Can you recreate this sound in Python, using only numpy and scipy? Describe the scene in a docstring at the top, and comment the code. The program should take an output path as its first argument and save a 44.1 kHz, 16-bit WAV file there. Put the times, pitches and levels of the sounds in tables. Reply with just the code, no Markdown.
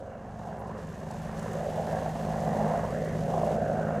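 """A distant helicopter drones and throbs, growing louder as it flies nearer.
The main rotor makes the throb; the tail rotor makes the drone and chops a rush of air.
The rush swells and fades, and a second, slightly longer path through the air sweeps a hollow
and a crest through it. Near the microphone a breeze hisses, with a few faint handling ticks
and one low puff of wind."""
import sys
import numpy as np
from scipy import signal
from scipy.fft import rfft, irfft, next_fast_len
from scipy.io import wavfile
from scipy.ndimage import map_coordinates

SR = 44100
rng = np.random.default_rng(int(sys.argv[2]) if len(sys.argv) > 2 else 0)


def wrap_up_sound(samples):
    """Save the sound to the file named by the first command line argument, as 16-bit audio."""
    columns = np.atleast_2d(samples).T
    # keep every value between -1 and 1, then stretch to whole-number steps
    tamed = np.clip(columns, -1, 1)
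    steps = np.round(tamed * 32767).astype(np.int16)
    wavfile.write(sys.argv[1], SR, steps)


N = 176400

# The rush of air off the blades. Each row: time in seconds, relative level in dB, centre in Hz.
RUSH_SWELLS = [(0.04, -40, 573), (0.15, -44.5, 616), (0.38, -46, 634), (0.47, -40.5, 634), (0.7, -41, 612),
               (0.92, -44.5, 590), (1.15, -42, 600), (1.4, -41, 587), (1.65, -34, 645), (2, -32, 646),
               (2.13, -36.5, 650), (2.4, -33, 613), (2.67, -28, 665), (2.88, -34.5, 590),
               (3.01, -33.5, 610), (3.14, -37.5, 592), (3.38, -29, 624), (3.7, -29, 602), (3.9, -31, 632),
               (4, -33.5, 550)]
# The low rumble. Each row: time in seconds, level in dB.
RUMBLE_LEVELS = [(0, -50.5), (0.7, -47.5), (1.3, -47.5), (1.9, -44), (2.5, -38.5), (3.1, -38), (3.6, -36),
                 (4, -38.5)]


def amp(db):
    """Turn decibels into a gain."""
    return 10 ** (np.asarray(db) / 20)


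def unit(x):
    """Scale a signal to an average power of 1."""
    return x / np.sqrt(np.mean(x ** 2) + 1e-20)


def along(points, hz):
    """Read between (Hz, value) points on a log frequency axis."""
    freqs, values = np.transpose(points)
    return np.interp(np.log(hz + 1), np.log(freqs + 1), values)


def bump(hz, centre, width):
    """A bell of height 1; its width is in natural log of frequency."""
    return np.exp(-.5 * (np.log(hz / centre) / width) ** 2)


def curve(rows, column=1):
    """One column of a table of times, as one value per sample."""
    columns = np.transpose(rows)
    return np.interp(np.arange(N) / SR, columns[0], columns[column])


def wobble(rate):
    """A smooth curve through `rate` random values a second."""
    return map_coordinates(rng.standard_normal(4096), [np.arange(N) * rate / SR], mode="wrap")


def filtered(x, response):
    """Scale each frequency of x by response(Hz)."""
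    size = next_fast_len(N + SR // 2)
    return irfft(rfft(x, size) * response(np.fft.rfftfreq(size, 1 / SR)), size)[..., :N]


def noise(colour):
    """Noise of power 1, shaped by (Hz, dB) points."""
    return unit(filtered(rng.standard_normal(N), lambda hz: amp(along(colour, hz))))


def moving_noise(shape_db):
    """Noise of steady power whose spectrum, shape_db(Hz, sample), changes with time."""
    hz, t, frames = signal.stft(rng.standard_normal(N), SR, nperseg=1024)
    gain = amp(shape_db(hz[:, None] + 1, np.minimum((t * SR).astype(int), N - 1)))
    return unit(signal.istft(frames * gain / np.linalg.norm(gain, axis=0), SR)[1][:N])


def blade_passes(start_hz, doppler_fall_per_s=.0034):
    """Running count of blade passes; the rate sinks slowly as the helicopter comes alongside."""
    t = np.arange(N) / SR
    return start_hz * (t - doppler_fall_per_s * t * t / 2) + rng.random()


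def rotor_tone(passes, harmonics, flutter_db, flutter_hz, smear):
    """Harmonics of the blade pulses; rough air shakes the phase of the higher ones more."""
    tone = 0
    for multiple, db in harmonics:
        gain = amp(db + flutter_db * wobble(flutter_hz))
        phase = 2 * np.pi * passes + smear * wobble(flutter_hz)
        tone += gain * np.cos(multiple * phase + 2 * np.pi * rng.random())
    return unit(tone)


def tail_rotor(tail, main):
    """The tail blades' pulses make a drone, swayed by the main rotor, and a higher buzz."""
    # Low and high harmonics. Each row: multiple of the blade rate, relative level in dB.
    drone_harmonics = [(1, -15.5), (2, -15.5), (3, 1), (5, -15)]
    buzz_harmonics = [(7, -11), (8, -5.5), (9, -10), (10, -1.5), (11, -8), (12, -19), (13, -2), (14, -3)]
    # Each row: time in seconds, relative levels of the drone and of the fourth harmonic in dB.
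    levels = [(0, -62, -61), (0.3, -52, -46), (0.9, -47.5, -48), (1.3, -42, -43.5), (2, -39, -40.5),
              (2.65, -35.5, -34.5), (2.9, -38.5, -44.5), (3.2, -35, -47), (3.6, -38.5, -39.5),
              (4, -35, -40)]
    sway = unit(amp(1.9 * np.cos(2 * np.pi * main)))
    drone = sway * rotor_tone(tail, drone_harmonics, flutter_db=.87, flutter_hz=6.6, smear=.12)
    fourth_gain = amp(curve(levels, column=2) + 1.4 * wobble(7.16))
    fourth = np.cos(2 * np.pi * 4 * tail + .11 * wobble(6))
    buzz = rotor_tone(tail, buzz_harmonics, flutter_db=2.5, flutter_hz=8, smear=.024)
    return amp(curve(levels) + 1) * drone + fourth_gain * fourth + amp(curve(RUSH_SWELLS) - 9) * buzz


def main_rotor(main):
    """The main blades' slow pulses make a throb, and a rumble that beats in time with it."""
    # Each row: multiple of the blade rate, relative level in dB.
    harmonics = [(1, -21), (2, -8), (3, -1.5), (4, -3), (5, -0.5), (6, -3.5), (7, -2), (8, -2)]
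    # Each row: time in seconds, relative level in dB.
    throb_levels = [(0, -54), (0.05, -47.5), (1.6, -42), (2.5, -42.5), (3.44, -43), (4, -56)]
    # Each row: frequency in Hz, relative level in dB.
    rumble_colour = [(12, -43), (24, -23), (42, -21), (65, -7), (100, -6), (135, -4.5), (160, -4), (200, 3),
                     (260, -5), (310, -14.5), (420, -17), (1500, -120)]
    throb = rotor_tone(main, harmonics, flutter_db=3.4, flutter_hz=6.01, smear=.021)
    rumble = noise(rumble_colour) * unit(amp(2 * np.cos(2 * np.pi * main)))
    return amp(curve(throb_levels) + .5) * throb + amp(curve(RUMBLE_LEVELS)) * rumble


def blade_chop(tail, main, sharpness=2.1, floor=1.31, uneven_db=1.9, sway_db=1.05):
    """A gain with one burst for each pass of a tail blade, swayed by the main rotor."""
    bursts = np.exp(sharpness * (np.cos(2 * np.pi * tail) - 1)) * amp(uneven_db * wobble(70))
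    return unit((floor + bursts) * amp(sway_db * np.cos(2 * np.pi * main)))


def two_paths_db(hz, n):
    """Two paths through the air cancel in a wandering hollow and add up in a wandering crest."""
    # Each row: time in seconds, frequency in Hz, depth in dB.
    hollows = [(0, 910, -0.5), (.35, 523, 11.5), (.58, 515, 4), (.85, 710, 9.5), (1.25, 490, 5.5),
               (1.5, 700, 9.5), (1.8, 1240, 4.5), (2.3, 1470, 0), (2.86, 1300, -0.5), (2.96, 890, 8.5),
               (3.1, 766, 9), (3.2, 710, 4), (3.34, 1800, 5), (3.58, 990, 5), (4, 950, 1.5)]
    # Each row: time in seconds, frequency in Hz, height in dB.
    crests = [(.11, 1460, 3), (.3, 945, -4), (.73, 1090, 5.5), (.9, 1400, -2.5), (1.47, 1040, 1),
              (1.65, 1100, 0.5), (1.88, 1640, 4.5), (2.2, 1900, -2), (2.5, 2060, 1.5), (2.72, 1870, 0.5),
              (2.78, 1060, 1), (2.89, 990, 7.5), (2.96, 1690, 5.5), (3.04, 2070, 9), (3.2, 1900, 0.5),
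              (3.42, 1120, 1), (3.62, 1540, 4.5), (3.87, 1460, 8), (4, 1310, 4)]
    hollow = curve(hollows, column=2)[n] * bump(hz, curve(hollows)[n], width=.2)
    crest = curve(crests, column=2)[n] * bump(hz, curve(crests)[n], width=.11)
    return crest - hollow


def blade_rush(chop):
    """Air rushes off the blades: a chopped band of noise whose centre drifts."""
    # The rush at its average centre. Each row: frequency in Hz, relative level in dB.
    colour = [(60, -62), (300, -17), (390, -5), (470, -3.5), (545, 3), (720, 2.5), (810, -4.5), (900, -12),
              (1050, -13.5), (1400, -43), (8000, -120)]
    # How much the rush gathers at its centre. Each row: time in seconds, boost in dB.
    focus = [(0, 3), (.3, 0), (2.85, -1), (3, 5), (3.35, -1), (3.6, 6), (4, 4)]
    centre_hz = curve(RUSH_SWELLS, column=2)

    def shape_db(hz, n):
        focus_db = curve(focus)[n] * bump(hz, centre_hz[n], width=.17)
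        return along(colour, hz * centre_hz.mean() / centre_hz[n]) + focus_db + two_paths_db(hz, n)

    return chop * moving_noise(shape_db) * amp(curve(RUSH_SWELLS) - .5 + .3 * wobble(22))


def blade_rasp(chop, chop_depth=.8, flicker_db=.8, crest_db=2.5, fall_db=7.5):
    """The rush's upper band, which peaks just below a moving edge and drops away above it."""
    # Each row: frequency in Hz, relative level in dB.
    colour = [(300, -57), (900, 8), (1080, 5.5), (1300, 1.5), (1600, 1), (2000, -0.5), (2500, -8),
              (2850, -2.5), (3300, -43), (12000, -100)]
    # Each row: time in seconds, relative level in dB.
    levels = [(0, -57), (0.13, -52.5), (0.35, -55.5), (0.55, -51.5), (0.73, -48.5), (0.92, -54), (1.2, -50),
              (1.47, -46.5), (1.7, -50), (1.97, -44), (2.15, -48.5), (2.65, -43.5), (2.85, -41.5),
              (2.96, -47), (3.06, -46), (3.2, -49), (3.42, -42.5), (3.6, -47), (3.86, -43), (4, -43.5)]
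    # Each row: time in seconds, upper edge in Hz.
    edge = [(0, 1750), (.8, 1970), (1.9, 1900), (2.6, 2110), (3.1, 2060), (3.45, 1830), (3.75, 1740),
            (4, 1930)]

    def shape_db(hz, n):
        above = np.log(hz / curve(edge)[n]) / .12  # distance past the edge, in crest widths
        edge_db = crest_db * np.exp(-(above + 1) ** 2) - fall_db * (1 + np.tanh(above)) / 2
        return along(colour, hz) + two_paths_db(hz, n) + edge_db

    rasp = chop ** chop_depth * moving_noise(shape_db)
    return rasp * amp(curve(levels) - .58 + flicker_db * wobble(22.45))


def helicopter():
    """Both rotors turn steadily and drive the tones and the noise alike."""
    tail, main = blade_passes(start_hz=53.68), blade_passes(start_hz=22.2)
    rotors = tail_rotor(tail, main) + main_rotor(main)
    chop = blade_chop(tail, main)
    return rotors + blade_rush(chop) + blade_rasp(chop)


def breeze(brightening=.2):
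    """A soft hiss with a fine, uneven rustle, brighter as it blows harder."""
    # Each row: time in seconds, relative level in dB.
    levels = [(0.0, -65), (0.03, -70), (0.28, -69), (0.48, -64), (0.52, -66.5), (0.76, -65.5), (0.78, -62),
              (1.05, -61), (1.2, -57), (1.34, -59.5), (1.37, -56), (2.67, -55), (2.77, -57), (3.25, -56.5),
              (3.47, -55), (3.545, -55.5), (3.58, -60.5), (3.79, -59), (4.0, -61)]
    # Each row: frequency in Hz, relative level in dB.
    colour = [(300, 2), (1500, 0), (2800, 2), (3500, 0), (4500, -2), (5600, -2), (6350, 1), (7500, -2.5),
              (8700, -5), (10200, -9.5), (11800, -8.5), (13500, -14.5), (15600, -23)]
    # Each row: frequency in Hz, share of the brightening from 0 to 1.
    treble_share = [(7000, 0), (10500, 1)]
    strength_db = curve(levels)
    treble_db = brightening * (strength_db - strength_db.max())
    hiss = moving_noise(lambda hz, n: along(colour, hz) + treble_db[n] * along(treble_share, hz))
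    rustle = unit(amp(.32 * wobble(24.9) + 1.24 * wobble(200) + 2.04 * wobble(2200)))
    return amp(strength_db + 2) * rustle * hiss


def stirring_air(average_db=-69):
    """Air stirs faintly at each of the microphone's two openings, growing with the rumble."""
    # Each row: frequency in Hz, relative level in dB.
    colour = [(12, -20), (28, -6), (60, -1), (150, 3), (300, -6), (2000, -120)]
    swell_db = curve(RUMBLE_LEVELS) - curve(RUMBLE_LEVELS).mean()
    return amp(average_db + swell_db) * np.array([noise(colour), noise(colour)])


def handling_ticks(gain_db):
    """A hand ticks and scuffs near the microphone, each touch a short burst of noise."""
    # Each row: start in seconds, relative level in dB, brightness in Hz, length in seconds.
    touches = [(0.383, -58, 7000, 0.0092), (0.572, -57, 11000, 0.058), (0.663, -55, 6000, 0.026),
               (0.783, -53, 5000, 0.022), (1.108, -41.5, 6560, 0.0099), (1.378, -50, 7000, 0.017),
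               (1.392, -38.5, 6000, 0.0071), (1.426, -42, 7000, .007), (1.529, -44, 7500, 0.011),
               (1.917, -44, 6500, 0.01), (2.903, -42, 6500, 0.0085), (3.044, -45, 7000, 0.011),
               (3.444, -44, 6500, 0.016)]
    # The soft hand dulls the treble. Each row: frequency in Hz, gain in dB.
    dulling = [(9000, 0), (13000, -4), (15500, -16)]
    out, t = np.zeros(N + SR), np.arange(SR // 5) / SR
    hz = np.fft.rfftfreq(len(t), 1 / SR)
    for start, db, centre_hz, length in touches:
        colour = bump(hz + 1, centre_hz, width=.42) * amp(along(dulling, hz))
        grain = unit(irfft(rfft(rng.standard_normal(len(t))) * colour, len(t)))
        envelope = np.sin(np.pi * np.minimum(t / length, 1)) ** 2
        out[round(start * SR):][:len(t)] += amp(db + gain_db) * grain * envelope
    return out[:N]


def wind_puff(peak_s=2.96, width_s=.07, level_db=-49):
    """One soft, low puff of wind hits the microphone."""
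    # Each row: frequency in Hz, relative level in dB.
    colour = [(12, -19), (22, 10), (33, 15), (50, -12), (500, -120)]
    envelope = np.exp(-.5 * ((np.arange(N) / SR - peak_s) / width_s) ** 2)
    return amp(level_db) * envelope * noise(colour)


def ground_scatter(x, fade_s=.25):
    """Sound scatters off the ground and dies away, differently on the left and right."""
    # Each row: frequency in Hz, gain in dB.
    colour = [(150, -20), (300, -3), (600, -1), (1500, 0), (2700, 3), (4500, -6), (6500, -3), (9700, 5),
              (11300, -20)]
    t = np.arange(SR // 5) / SR
    echoes = rng.standard_normal((2, len(t))) * amp(-60 * t / fade_s)
    scattered = filtered(x, lambda hz: amp(along(colour, hz)))
    return signal.fftconvolve(scattered[None], echoes / np.linalg.norm(echoes[0]), axes=1)[:, :N]


def scene():
    """The helicopter a little to the right, breeze and ticks in the middle."""
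    # The helicopter's place. Each row: frequency in Hz, left minus right in dB.
    balance = [(200, .1), (330, -1.2), (600, -1.7), (1600, -1.8), (2500, -2.4)]
    far = helicopter()
    near = breeze() + handling_ticks(gain_db=-10)
    placed = filtered(far, lambda hz: amp(along(balance, hz) * np.array([[.5], [-.5]])))
    low_wind = wind_puff() + stirring_air()
    return placed + near + low_wind + ground_scatter(amp(-29) * far + amp(-16.5) * near)


def record(dry, top_hz=15700):
    """Cut away the very highest treble."""
    return filtered(dry, lambda hz: hz < top_hz)


dry = scene()
out = record(dry)
wrap_up_sound(out)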